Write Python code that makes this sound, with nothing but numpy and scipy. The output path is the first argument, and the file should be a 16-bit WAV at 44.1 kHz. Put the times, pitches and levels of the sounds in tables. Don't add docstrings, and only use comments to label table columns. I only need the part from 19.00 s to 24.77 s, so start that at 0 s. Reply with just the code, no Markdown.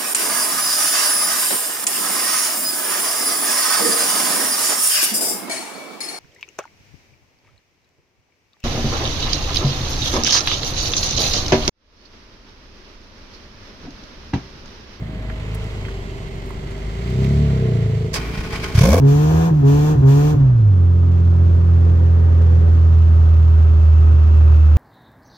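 import sys
import numpy as np
from scipy.fft import rfft, irfft, next_fast_len
from scipy.io import wavfile
from scipy.ndimage import uniform_filter1d, minimum_filter1d, map_coordinates

SR = 44100
rng = np.random.default_rng(int(sys.argv[2]) if len(sys.argv) > 2 else 0)


def file_out(sig):
    cols = np.atleast_2d(sig).T
    lim = np.clip(cols, -1, 1)
    pcm = np.round(lim * 32767).astype(np.int16)
    wavfile.write(sys.argv[1], SR, pcm)


N = 254456
TIME_S = np.arange(N) / SR


def amp(db):
    return 10 ** (np.asarray(db) / 20)


def unit(x):
    return x / np.sqrt(np.mean(x ** 2) + 1e-20)


def along(points, hz):
    freqs, values = np.transpose(points)
    return np.interp(np.log(hz + 1), np.log(freqs), values)


def curves(rows):
    times, *columns = np.transpose(rows)
    return [np.interp(TIME_S, times, column) for column in columns]


def held(spans, attack_s, release_s):
    return sum(np.clip(np.minimum((TIME_S - start) / attack_s, (stop - TIME_S) / release_s) + .5, 0, 1)
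               for start, stop in spans)


def wobble(rate_hz):
    return map_coordinates(rng.standard_normal(int(N * rate_hz / SR) + 4), [TIME_S * rate_hz])


def filtered(x, response):
    size = next_fast_len(N + 8192)
    return irfft(rfft(x, size) * response(np.fft.rfftfreq(size, 1 / SR)), size)[..., :N]


def stereo(mid, side):
    return np.array([mid + side, mid - side])


# frequency_hz, side_minus_mid_db
CABIN_WIDTH = [(40, -10), (75, -21.5), (110, -22), (200, -17), (290, -0.5), (400, 1), (1000, 2),
               (2400, 1.5), (9000, 0.5)]

def cabin_noise(spectrum, ripple_db):
    def colour(hz):
        ripple = [map_coordinates(rng.standard_normal(SR // 50), [hz / 45], order=1) for _ in range(2)]
        return amp(along(spectrum, hz) + ripple_db * np.array(ripple)) * (hz < spectrum[-1][0])
    mid, side = filtered(rng.standard_normal((2, N)), colour)
    return stereo(unit(mid), filtered(unit(side), lambda hz: amp(along(CABIN_WIDTH, hz))))


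# frequency_hz, relative_db
RUMBLE_SPECTRUM = [(15, -14), (32, -1.5), (60, 3), (110, 2), (170, -4), (220, -9), (400, -15), (520, -23.5),
                   (640, -31), (850, -49.5)]
TYRE_SPECTRUM = [(330, -32), (560, 0), (723, -4), (993, -6.5), (1210, -6), (1400, -10.5), (1520, -12.5),
                 (2400, -24), (3120, -48.5), (5280, -120)]
WIND_SPECTRUM = [(1120, -31.5), (1900, -5), (2250, -8), (2610, -4.5), (3580, -9.5), (6910, -15),
                 (8310, -26.5), (11000, -28.5), (12600, -24.5), (14200, -26), (15500, -25.5)]
# time_s, gain_db
ROAD_SWELL = [(1.35, -3), (1.65, -5), (2.2, -2.5), (3.6, -0.5), (4.2, -0.35), (5.7, 0.3)]

def road():
    swell_db, = curves(ROAD_SWELL)
    rumble = amp(-28 + 1.6 * wobble(5.5)) * cabin_noise(RUMBLE_SPECTRUM, ripple_db=1)
    tyre_db = -42.5 + swell_db + .41 * wobble(12) + .92 * wobble(110)
    tyres = amp(tyre_db) * cabin_noise(TYRE_SPECTRUM, ripple_db=2.5)
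    wind_db = -54 + swell_db + .26 * wobble(11) + 1.2 * wobble(150)
    wind = amp(wind_db) * cabin_noise(WIND_SPECTRUM, ripple_db=-.2)
    whistle_band = [(3150, -54.5), (3300, -8.5), (3380, 4.5), (3460, -10), (3600, -55.5)]
    whistle = amp(-71) * cabin_noise(whistle_band, ripple_db=2.5)
    return rumble + tyres + wind + whistle


# open_s, pull_s, shut_s, low_firing_hz, top_firing_hz
THROTTLE_STABS = [(0.016, .064, .511, 137.8, 167), (0.628, .66, .958, 138.2, 154.2),
                  (1.023, 1.067, 1.353, 134.4, 152)]
COAST_FROM_S, COAST_HZ, SAG_HZ_PER_S = 1.795, 87.85, 2.79

def firing_rate():
    def glide(start_s, end_s, start_hz, end_hz, bow):
        u = np.linspace(0, 1, 7)
        progress = u * (1 + bow * (1 - u))
        return list(zip(start_s + (end_s - start_s) * u, start_hz + (end_hz - start_hz) * progress))
    knots = []
    for open_s, pull_s, shut_s, low_hz, top_hz in THROTTLE_STABS:
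        knots += [(open_s, low_hz)] + glide(pull_s, shut_s - .034, low_hz, top_hz, bow=.251)
    peak_s, peak_hz = knots.pop()
    knots += glide(peak_s, COAST_FROM_S, peak_hz, COAST_HZ, bow=.1399)
    knots += [(N / SR, COAST_HZ - SAG_HZ_PER_S * (N / SR - COAST_FROM_S))]
    return curves(knots)[0]


def throttle():
    opens, pulls, shuts, *_ = np.transpose(THROTTLE_STABS)
    load = held(zip(opens, shuts), attack_s=.02, release_s=.016)
    pressure = held(zip(pulls, shuts - .014), attack_s=.042, release_s=.06)
    bark = sum((TIME_S > open_s) * np.exp(-np.abs(TIME_S - pull_s) / .09)
               for open_s, pull_s in zip(opens, pulls))
    roar_db = -30.5 + load * (3.5 + 6 * bark)
    since_last_stab_s = np.maximum(TIME_S - shuts[-1], 0)
    rasp_db = -58 + 16.5 * pressure - 130 * since_last_stab_s
    return load, roar_db, rasp_db


def partial(firing_hz, multiple, rough, flutter_hz, side_rad):
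    phase = 2 * np.pi * (multiple * np.cumsum(firing_hz) / SR + rng.random())
    modulation = 1 + rough * (wobble(flutter_hz) + 1j * wobble(flutter_hz))
    tone = np.sqrt(2 / (1 + 2 * rough ** 2)) * np.exp(1j * phase) * modulation
    width = amp(along(CABIN_WIDTH, multiple * firing_hz))
    return stereo(tone.real, width * (tone * np.exp(1j * side_rad)).real)


# firing_multiple, gain_at_85_hz_db, gain_at_79_hz_db
DRONE_PARTIALS = [(.5, -16, -17), (1.5, 6, 3.5), (2, 5.5, 1), (3, -7, -15.5), (3.5, -15.5, -21.5),
                  (4, -7, -18.5), (4.5, -12.5, -19), (5, -13.5, -10), (6, -19.5, -24), (7, -24.5, -19.5),
                  (9, -26, -28.5)]
# firing_hz, level_db
DRONE_LEVELS = [(77, -38.5), (82, -34), (88, -34), (100, -40.5), (138, -58.5)]

def drone(firing_hz):
    common_db = along(DRONE_LEVELS, firing_hz)
    return sum(amp(common_db + np.interp(firing_hz, [79, 85], [slow_db, fast_db]))
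               * partial(firing_hz, multiple, rough=.13, flutter_hz=14, side_rad=1.9)
               for multiple, fast_db, slow_db in DRONE_PARTIALS)


# firing_hz, level_db
BOOM_LEVELS = [(77, -8.5), (82, -9.5), (88, -11.5), (103, -10.5), (122, -12), (137, -9), (145, -13.5),
               (153, -16), (167, -17)]

def boom(firing_hz, load):
    stumble = sum(np.exp(-((TIME_S - move_s) / .016) ** 2)
                  for open_s, _, shut_s, *_ in THROTTLE_STABS for move_s in (open_s, shut_s))
    level_db = along(BOOM_LEVELS, firing_hz) + 1.93 * load - 5.5 * stumble + .22 * wobble(8)
    return amp(level_db) * partial(firing_hz, 1, rough=.014, flutter_hz=74, side_rad=1.4)


# start_s, level_db, pitch_hz
GAS_SLUGS = [(.507, -5, 150), (.615, -16, 85), (.952, -6, 124), (.99, -9, 84), (1.342, -7.5, 116)]

def thuds(rise_s=.006, t60_s=.17):
    out = np.zeros((2, N))
    burble = cabin_noise([(100, -7), (200, -5), (330, 2), (700, -27), (1500, -37.5)], ripple_db=3)
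    for start_s, level_db, pitch_hz in GAS_SLUGS:
        age_s = np.maximum(TIME_S - start_s, 0)
        envelope = amp(level_db - 60 * age_s / t60_s) * (1 - np.exp(-age_s / rise_s))
        out += envelope * (np.sin(2 * np.pi * pitch_hz * age_s) + amp(-16.5) * burble)
    return out


def puffs(firing_hz, depth, scatter_db):
    cycles = np.cumsum(firing_hz) / SR
    sizes = amp(scatter_db * rng.standard_normal(N))[cycles.astype(int)]
    return unit(1 + depth * sizes * np.sin(np.pi * cycles) ** 4)


# frequency_hz, relative_db
LEAK_SPECTRUM = [(710, -31.5), (1200, -2.5), (1490, -14), (1710, -5.5), (2120, -13), (2510, -7),
                 (2980, -11), (3280, -10), (4930, -13.5), (6580, -9.5), (8330, -22), (11000, -24),
                 (13600, -18), (15500, -18.5)]

def leak(firing_hz, rasp_db):
    spit = puffs(firing_hz, depth=.25, scatter_db=2)
    return amp(rasp_db) * cabin_noise(LEAK_SPECTRUM, ripple_db=2.5) * spit


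# frequency_hz, gain_db
PIPE_RESPONSE = [(240, -10), (285, -0.5), (335, -8.5), (430, -3.5), (500, -9), (570, -15), (640, -14.5),
                 (740, -8), (860, -16), (980, -11), (1230, -25.5), (1450, -26), (1700, -20.5),
                 (2600, -28.5)]

def pipe_roar(firing_hz, load, roar_db, rasp_db):
    def piped(multiple, rough):
        gain = amp(along(PIPE_RESPONSE, multiple * firing_hz))
        return gain * partial(firing_hz, multiple, rough, flutter_hz=43, side_rad=1.27)
    low = amp(roar_db) * (piped(2, rough=.2) + np.maximum(load, .12) * piped(3, rough=.1))
    high = sum(piped(k, rough=.005 * k * k) for k in range(4, 11))
    uneven = load * np.interp(firing_hz, [152, 159], [0, 1])
    between = (.42 + .62 * uneven) * sum(piped(k + .5, rough=.54) for k in range(1, 9))
    subharmonic = partial(firing_hz, .5, rough=.44, flutter_hz=25, side_rad=2.2)
    subharmonic *= amp(-19) * (.29 + .54 * uneven)
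    gravel = cabin_noise([(150, -23.5), (280, 7.5), (600, -5.5), (1050, -2.5), (1400, -9.5),
                          (1750, -8), (2100, -20.5), (2800, -34)], ripple_db=6)
    gravel *= amp(-7.5 + 4.6 * uneven) * puffs(firing_hz, depth=2, scatter_db=1.5)
    bite = amp(-23 + .22 * (rasp_db + 33.5)) * (.26 + .24 * load)
    return low + bite * (high + between + gravel) + subharmonic


def resonances(x, modes):
    return filtered(x, lambda hz: sum(
        amp(gain_db) * 1j * hz * width_hz / (centre_hz ** 2 - hz ** 2 + 1j * hz * width_hz)
        for centre_hz, width_hz, gain_db in modes))


# centre_hz, width_hz, gain_db
FOOTWELL_MODES = [(268.7, 22, -0.5), (410, 62, -3.5), (491, 40, 7.5), (780, 91, -7.5), (1830, 290, -1.5)]
DASHBOARD_MODES = [(382, 8.6, -2.5), (1338, 80, -2), (2630, 200, -1.5)]
# time_s, footwell_closeness (0-1), dashboard_closeness (0-1)
MICROPHONE_PATH = [(2.55, 0.058, 0.1), (2.9, 0.5, 0), (3.45, 1, 0), (3.8, 0.23, 0.16), (4.2, 0, 0.3),
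                   (5.4, 0.1, 1)]

def scene():
    firing_hz = firing_rate()
    load, roar_db, rasp_db = throttle()
    footwell, dashboard = curves(MICROPHONE_PATH)
    background = drone(firing_hz) + amp(-.3 * footwell) * road()
    ringing = footwell * resonances(background, FOOTWELL_MODES)
    ringing += dashboard * resonances(background, DASHBOARD_MODES)
    fundamental = boom(firing_hz, load)
    exhaust = pipe_roar(firing_hz, load, roar_db, rasp_db) + leak(firing_hz, rasp_db)
    exhaust *= np.interp(firing_hz, [114, 130], [0, 1])
    return background + ringing + fundamental + exhaust + thuds()


def record(dry, ceiling=.75, top_hz=15750):
    left_minus_right_db = [(90, -1.86), (200, -1.1), (350, 2.5), (1000, -.59), (2500, 1.5),
                           (5000, -1.1), (10000, 2.5)]
    balanced = filtered(dry, lambda hz: amp(np.outer([.5, -.5], along(left_minus_right_db, hz))))
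    needed_gain = np.minimum(1, ceiling / (np.abs(balanced).max(axis=0) + 1e-9))
    smooth_gain = uniform_filter1d(minimum_filter1d(needed_gain, size=SR // 50), size=SR // 60)
    return filtered(balanced * smooth_gain, lambda hz: hz < top_hz)


dry = scene()
out = record(dry)
file_out(out)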